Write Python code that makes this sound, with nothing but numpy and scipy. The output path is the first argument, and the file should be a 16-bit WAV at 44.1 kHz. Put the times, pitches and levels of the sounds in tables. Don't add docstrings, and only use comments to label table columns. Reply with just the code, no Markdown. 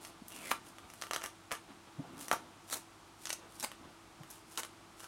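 import sys
import numpy as np
from scipy import signal
from scipy.fft import rfft, irfft, next_fast_len
from scipy.io import wavfile
from scipy.ndimage import map_coordinates

SR = 44100
rng = np.random.default_rng(int(sys.argv[2]) if len(sys.argv) > 2 else 0)


def log_audio(samples):
    frames = np.atleast_2d(samples).T
    limited = np.clip(frames, -1, 1)
    pcm = np.round(limited * 32767).astype(np.int16)
    wavfile.write(sys.argv[1], SR, pcm)


N = 223986


def amp(db):
    return 10 ** (np.asarray(db) / 20)


def unit(x):
    return x / np.sqrt(np.mean(x ** 2) + 1e-20)


def along(points, hz):
    f, v = np.transpose(points)
    return np.interp(np.log(hz + 1), np.log(f + 1), v)


def wobble(rate):
    knots = rng.standard_normal(int(N * rate / SR) + 4)
    return map_coordinates(knots, [np.arange(N) * rate / SR])


def filtered(x, response):
    m = next_fast_len(N + SR // 2)
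    return irfft(rfft(x, m) * response(np.fft.rfftfreq(m, 1 / SR)), m)[:N]


def coloured(x, spectrum, size=2048):
    cepstrum = irfft(np.log(amp(along(spectrum, np.fft.rfftfreq(size, 1 / SR)))))
    cepstrum[1:size // 2] *= 2
    cepstrum[size // 2 + 1:] = 0
    kernel = irfft(np.exp(rfft(cepstrum)))
    return signal.fftconvolve(x, kernel / np.linalg.norm(kernel))[:len(x)]


def resonated(x, hz, width_hz):
    turn = np.exp(2j * np.pi * np.cumsum(hz * np.ones(len(x))) / SR)
    pole = np.exp(-np.pi * width_hz / SR)
    ringing = turn * signal.lfilter([1], [1, -pole], x / turn)
    return np.sqrt(2 * (1 - pole ** 2)) * ringing.imag


def add(track, s, sound):
    part = track[max(round(s * SR), 0):][:len(sound)]
    part += sound[:len(part)]


def fractures(size, per_second, spread_db):
    happens = rng.random(size) < per_second / SR
    strength = amp(spread_db * np.clip(rng.standard_normal(size), -2, 2))
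    return unit(happens * strength * rng.choice([-1, 1], size))


# (time [s], body level [dB], crack level [dB], crack brightness [dB per octave])
FIBRE_SNAPS = [(0.0499, -50, -45, -6.5), (0.283, -65, -44, 12), (0.321, -54, -49, 3),
               (0.363, -62, -47.5, 1), (0.5145, -28.5, -35, -9), (0.7845, -49, -52, -3),
               (0.9011, -51, -52, 0), (0.9374, -51, -50.5, 5), (1.0147, -50, -42, 0),
               (1.0222, -38, -38, -4), (1.0375, -41.5, -49, 6), (1.0686, -46, -54, 6),
               (1.111, -31, -37.5, -2), (1.1345, -34, -34.5, -2), (1.141, -44, -46, -8),
               (1.162, -31.5, -35, -1), (1.2138, -47, -50, -5), (1.2198, -40.5, -48, -6),
               (1.2395, -40, -38.5, 4), (1.2607, -40.5, -40, 0), (1.5098, -43, -47, -12),
               (1.517, -31.5, -38.5, -1), (1.5236, -37, -37.5, 1), (1.5522, -42.5, -53, -3),
               (2.283, -43, -39, 1), (2.3144, -21.5, -32.5, 0), (2.329, -52, -34.5, 1),
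               (2.7001, -50, -44.5, 3), (2.729, -35.5, -40, 11), (3.2556, -45.5, -36, -5),
               (3.2709, -48, -38.5, -7), (3.294, -46, -40, 2), (3.304, -44, -33, -7),
               (3.3297, -49, -40, -2), (3.599, -56, -39, 3.5), (3.607, -59, -41.5, -2),
               (3.6469, -44, -49, 3), (3.7167, -45, -51, 2), (4.2345, -51.5, -58, 2), (4.303, -67, -49, 12),
               (4.5753, -49, -32.5, -5.5), (4.6336, -41, -39.5, -5), (4.6495, -47, -45.5, 0),
               (5.004, -50.5, -49, -2), (5.043, -53, -49.5, -2)]
# (frequency [Hz], level [dB], decay by 60 dB [s])
SKIN_MODES = [(716, -3, 0.015), (1290, 3.5, 0.0075), (1850, 0.5, 0.0074), (2290, 5, 0.0028),
              (2860, 0.5, 0.012)]
# (frequency [Hz], relative density [dB per Hz])
CRACK_COLOUR = [(300, -55), (900, -19.5), (2000, -7), (3300, 5), (4800, 2.5), (6000, 9), (7100, 4.5),
                (8800, 6), (12000, 1.5), (16000, -13)]
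PIECE_HZ, PIECE_DB, PIECE_OCTAVES_PER_DB = 1500, -39, 0.028


def snaps(rise=.0005, crack_t60=0.0039, splinter_db=-18, splinter_t60=0.041, pivot_hz=7000,
          pitch_scatter=0.043, focus_db=6, low_hz=400):
    out, t = np.zeros(N), np.arange(SR // 25) / SR
    blow_samples = .003 * SR
    small_radiator = signal.butter(2, low_hz, "highpass", fs=SR)

    def as_blow(x):
        return x * np.sqrt(blow_samples) / np.linalg.norm(x)

    decay = amp(-60 * t / crack_t60) + amp(splinter_db - 60 * t / splinter_t60)
    breaking = (1 - np.exp(-t / rise)) * decay
    for s, body, crack, brightness in FIBRE_SNAPS + thin_fibres():
        centre = PIECE_HZ * 2 ** (PIECE_OCTAVES_PER_DB * (PIECE_DB - body))
        flex = np.zeros(len(t))
        for hz, db, t60 in SKIN_MODES:
            level = db + rng.normal(0, 1) - focus_db * np.log2(hz / centre) ** 2
            pitch = hz * np.exp(pitch_scatter * rng.normal())
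            flex += amp(level - 60 * t / t60) * np.sin(2 * np.pi * pitch * t)
        add(out, s, amp(body) * as_blow(signal.lfilter(*small_radiator, flex)))
        spectrum = [(hz, db + brightness * np.log2(hz / pivot_hz)) for hz, db in CRACK_COLOUR]
        noise = breaking * rng.standard_normal(len(t))
        add(out, s - rise, amp(crack) * as_blow(coloured(noise, spectrum)))
    return out


# (start [s], length [s], crackle level before the trim in peeling [dB])
SKIN_PULLS = [(0.02, 0.058, -56.5), (0.295, .13, -56.5), (0.45, 0.076, -49.5), (0.665, 0.024, -59.5),
              (0.9, 0.28, -64.5), (1.225, 0.023, -51), (2.195, 0.049, -50.5), (2.68, 0.12, -59.5),
              (3.22, .12, -58), (3.52, 0.081, -61), (4.305, 0.068, -61.5), (4.515, 0.076, -57.5),
              (4.995, 0.046, -58)]
THIN_PER_S, THIN_BODY_DB, THIN_CRACK_DB, THIN_DB_PER_OCTAVE = 40, -1.5, 1, 2.5
THIN_SPREAD_DB = 5


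def thin_fibres():
    rows = []
    for start, length, db in SKIN_PULLS:
        chances = rng.random((40, 3))
        for place, happens, size in chances:
            if happens < THIN_PER_S * length / len(chances):
                level = db + THIN_SPREAD_DB * (size - .5)
                rows.append((start + place * length, level + THIN_BODY_DB, level + THIN_CRACK_DB,
                             THIN_DB_PER_OCTAVE))
    return rows


# (time [s], length [s], body level [dB], crack level [dB],
# ring of the freed strip [Hz], ring level [dB])
BUNDLE_RIPS = [(0.509, 0.0086, -30.5, -43, 1830, -43.5), (1.142, 0.0066, -42, -45, 6040, -39.5),
               (1.232, 0.022, -52, -65, 2030, -46.5), (1.514, 0.018, -47, -60, 1320, -39),
               (2.326, 0.01, -38, -48, 1200, -38), (2.708, 0.021, -50.5, -44.5, 4600, -47.5),
               (2.724, 0.019, -46, -36.5, 4370, -42.5), (2.751, 0.024, -48, -48.5, 1430, -83),
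               (3.297, 0.0098, -48, -47, 6450, -47.5), (3.326, 0.0049, -42.5, -36.5, 6600, -40.5),
               (3.626, 0.0061, -40.5, -39.5, 8700, -66), (3.636, 0.01, -37, -38.5, 5040, -43),
               (4.301, 0.013, -66, -55.5, 11400, -58), (4.577, 0.025, -41, -44, 1480, -56),
               (5.027, 0.022, -64, -61, 1450, -55.5)]
# (frequency [Hz], relative density [dB per Hz])
TEAR_COLOUR = [(100, -23), (250, -6), (500, -7.5), (850, -1), (1300, -5.5), (1800, -7), (2500, -4.5),
               (3500, -12), (7000, -19.5)]


def rips(rise=0.00085, release_t60=0.031, ring_width_hz=420):
    out, t = np.zeros(N), np.arange(SR // 10) / SR
    for s, length, body, crack, ring_hz, ring in BUNDLE_RIPS:
        strain = (1 - np.exp(-t / rise)) * amp(-60 * np.maximum(t - length, 0) / release_t60)
        breaks = strain * fractures(len(t), per_second=3600, spread_db=2.0)
        breaks *= np.sqrt(length * SR) / np.linalg.norm(breaks)
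        add(out, s, amp(body) * coloured(breaks, TEAR_COLOUR))
        add(out, s, amp(crack) * coloured(breaks, CRACK_COLOUR))
        add(out, s, amp(ring) * resonated(breaks, ring_hz, ring_width_hz))
    return out


# (time [s], ring [Hz], level [dB])
LOOSE_STRIP = [(.28, 3200, -91), (.32, 2850, -56.5), (.41, 2600, -58.5), (.46, 2240, -48), (.5, 1950, -56),
               (.52, 1850, -80)]
# (frequency [Hz], width [Hz], level against the strip [dB])
PULP = (710, 77, -8)


def strip():
    s, hz, db = np.transpose(LOOSE_STRIP)
    t = np.arange(N) / SR
    breaks = fractures(N, per_second=1500, spread_db=5.5)
    pulp_hz, pulp_width, pulp_db = PULP
    ring = resonated(breaks, np.interp(t, s, hz), width_hz=380)
    ring += amp(pulp_db) * resonated(breaks, pulp_hz, pulp_width)
    tearing = (t > s[0]) * (t < s[-1])
    return amp(np.interp(t, s, db)) * tearing * ring


# (middle [s], half length [s], rub level before the trim [dB])
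GRIP_SHIFTS = [(0.063, 0.1, -58), (0.45, 0.14, -55), (0.673, 0.064, -59), (0.847, 0.033, -57),
               (1.707, 0.025, -53), (1.878, 0.011, -53.5), (2.17, 0.22, -56.5), (2.438, 0.14, -59),
               (3.438, 0.049, -58), (3.625, 0.11, -60.5), (3.852, 0.062, -57), (4.253, 0.14, -64),
               (4.726, .1, -65)]
# (frequency [Hz], relative density [dB per Hz])
RUB_COLOUR = [(70, -23.5), (150, 0.5), (290, 5.5), (450, -3), (780, -0.5), (1400, -5), (2400, -13.5),
              (3500, -10.5), (7000, -38)]
FIZZ_COLOUR = [(1000, -45), (2500, -4), (4000, -2), (6500, -1), (9500, 2.5), (12500, -4.5), (16000, -12.5)]
PULL_ATTACK_S, PULL_RELEASE_S = 0.051, 0.048
HOLD_RUB_DB, HOLD_CRACKLE_DB = -69, -77


def peeling(rub_trim_db=-2, crackle_trim_db=-2):
    t = np.arange(N) / SR
    rub_power = amp(HOLD_RUB_DB) ** 2 * np.ones(N)
    for s, half, db in GRIP_SHIFTS:
        rub_power += (amp(db) * np.exp(-((t - s) / half) ** 2)) ** 2
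    crackle_power = amp(HOLD_CRACKLE_DB) ** 2 * np.ones(N)
    for s, length, db in SKIN_PULLS:
        before = np.maximum(s - t, 0) / PULL_ATTACK_S
        after = np.maximum(t - s - length, 0) / PULL_RELEASE_S
        crackle_power += amp(db - 20 * (before + after)) ** 2
    drag = coloured(fractures(N, per_second=2500, spread_db=0.5), RUB_COLOUR)
    cells = coloured(fractures(N, per_second=650, spread_db=3.5), FIZZ_COLOUR)
    rub = amp(rub_trim_db) * np.sqrt(rub_power) * drag
    return rub + amp(crackle_trim_db) * np.sqrt(crackle_power) * cells


# (middle [s], half length [s], pitch [Hz], level [dB])
GLOVE_SLIDES = [(0.377, 0.044, 257, -61.5), (2.02, 0.016, 278, -56), (2.053, 0.015, 794, -54),
                (2.16, 0.094, 287, -56), (3.45, 0.058, 440, -61.5), (3.843, 0.057, 282, -62)]


def slides(width_hz=70):
    out, t = np.zeros(N), np.arange(N) / SR
    for s, half, hz, db in GLOVE_SLIDES:
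        jerks = fractures(N, per_second=1200, spread_db=1.5)
        out += amp(db) * np.exp(-((t - s) / half) ** 2) * resonated(jerks, hz, width_hz)
    return out


# (middle [s], level of the swell [dB], pitch [Hz], half length [s])
HAND_BUMPS = [(.222, -41.5, 242, 0.0033), (.85, -57, 81, 0.014), (1.889, -59, 100, 0.0073),
              (1.995, -35, 145, 0.0077), (2.003, -37.5, 274, 0.008), (2.075, -55, 130, 0.011),
              (3.85, -60, 82.6, 0.04), (4.212, -44, 153, 0.0072)]
# (frequency [Hz], relative density [dB per Hz])
KNOCK_COLOUR = [(100, -1), (300, 1), (600, 1), (1100, -17), (1800, -33), (5000, -54)]


def bumps(knock_db=-11, knock_share=0.36):
    out, t = np.zeros(N), np.arange(N) / SR
    knock = amp(knock_db) * coloured(rng.standard_normal(N), KNOCK_COLOUR)
    for s, db, hz, half in HAND_BUMPS:
        phase = (t - s) / half
        swell = np.exp(-phase ** 2) * np.sin(2 * np.pi * hz * (t - s))
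        out += amp(db) * (swell + knock * np.exp(-(phase / knock_share) ** 2))
    return out


# (frequency [Hz], decay by 60 dB [s])
KITCHEN_DECAY = [(200, 0.31), (1200, 0.15), (4000, 0.24), (9000, 0.2), (16000, 0.096)]
# (frequency [Hz], level [dB])
KITCHEN_ANSWER = [(150, -7), (500, -4), (900, -3), (1650, -1.5), (3000, -2), (6000, -3), (15000, 2)]
# (frequency [Hz], width [Hz], level [dB])
KITCHEN_HOLLOWS = [(708.4, 14.4, 3.5), (908, 13, 7.5), (1177, 65, 6), (1337, 41, 7), (1486, 44, 3),
                   (1777, 31, -16)]


def kitchen(x, build_up=0.0032, count=8):
    out = np.zeros(N)
    place = np.linspace(0, count - 1, N)
    for k in range(count):
        hz, t, z = signal.stft(rng.standard_normal(SR // 3), SR, nperseg=256)
        decay = amp(-60 * t / along(KITCHEN_DECAY, hz)[:, None])
        tail = signal.istft(z * decay, SR, nperseg=256)[1]
        tail *= 1 - np.exp(-np.arange(len(tail)) / SR / build_up)
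        share = np.maximum(1 - abs(place - k), 0)
        out += signal.fftconvolve(x * share, tail / np.linalg.norm(tail))[:N]

    def response(f):
        hollows = 1 + sum(amp(db) * 1j * f * w / (c * c - f * f + 1j * f * w)
                          for c, w, db in KITCHEN_HOLLOWS)
        return amp(along(KITCHEN_ANSWER, f)) * hollows

    return filtered(out, response)


# (frequency [Hz], relative density [dB per Hz])
AIR_COLOUR = [(15, -38), (25, -10), (102, -9.5), (166, -6.5), (223, -10), (270, -8), (326, -5), (531, -16),
              (659, -8.5), (1230, -8.5), (1700, -15.5), (1840, -16.5), (2280, -16), (9320, -24.5),
              (16000, -40.5)]
# (frequency [Hz], rms level [dB])
HUM_TONES = [(49.5, -77.5), (100.5, -72.5), (221, -81), (331, -67.5)]


def background(air_db=-59, waver_db=0.5, drift=0.35):
    t = np.arange(N) / SR
    air = unit(filtered(rng.standard_normal(N), lambda hz: amp(along(AIR_COLOUR, hz))))
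    hum = np.zeros(N)
    for hz, db in HUM_TONES:
        level = amp(db + waver_db * wobble(4.94)) * np.sqrt(2)
        hum += level * np.sin(2 * np.pi * hz * t + drift * wobble(7.2))
    return amp(air_db) * air + hum


def scene():
    snap, rip = snaps(), rips()
    peel = peeling() + strip() + slides()
    bump = bumps()
    room = kitchen(amp(-3.5) * snap + amp(-7.5) * rip + amp(-3.5) * peel + amp(-8) * bump)
    return (snap + rip + peel + bump + room + background())[None]


def record(dry, low_hz=36, top_hz=16200):
    voiced = signal.lfilter(*signal.butter(2, low_hz, "highpass", fs=SR), dry[0])
    return filtered(voiced, lambda hz: 1 / (1 + (hz / top_hz) ** 160))[None]


dry = scene()
out = record(dry)
log_audio(out)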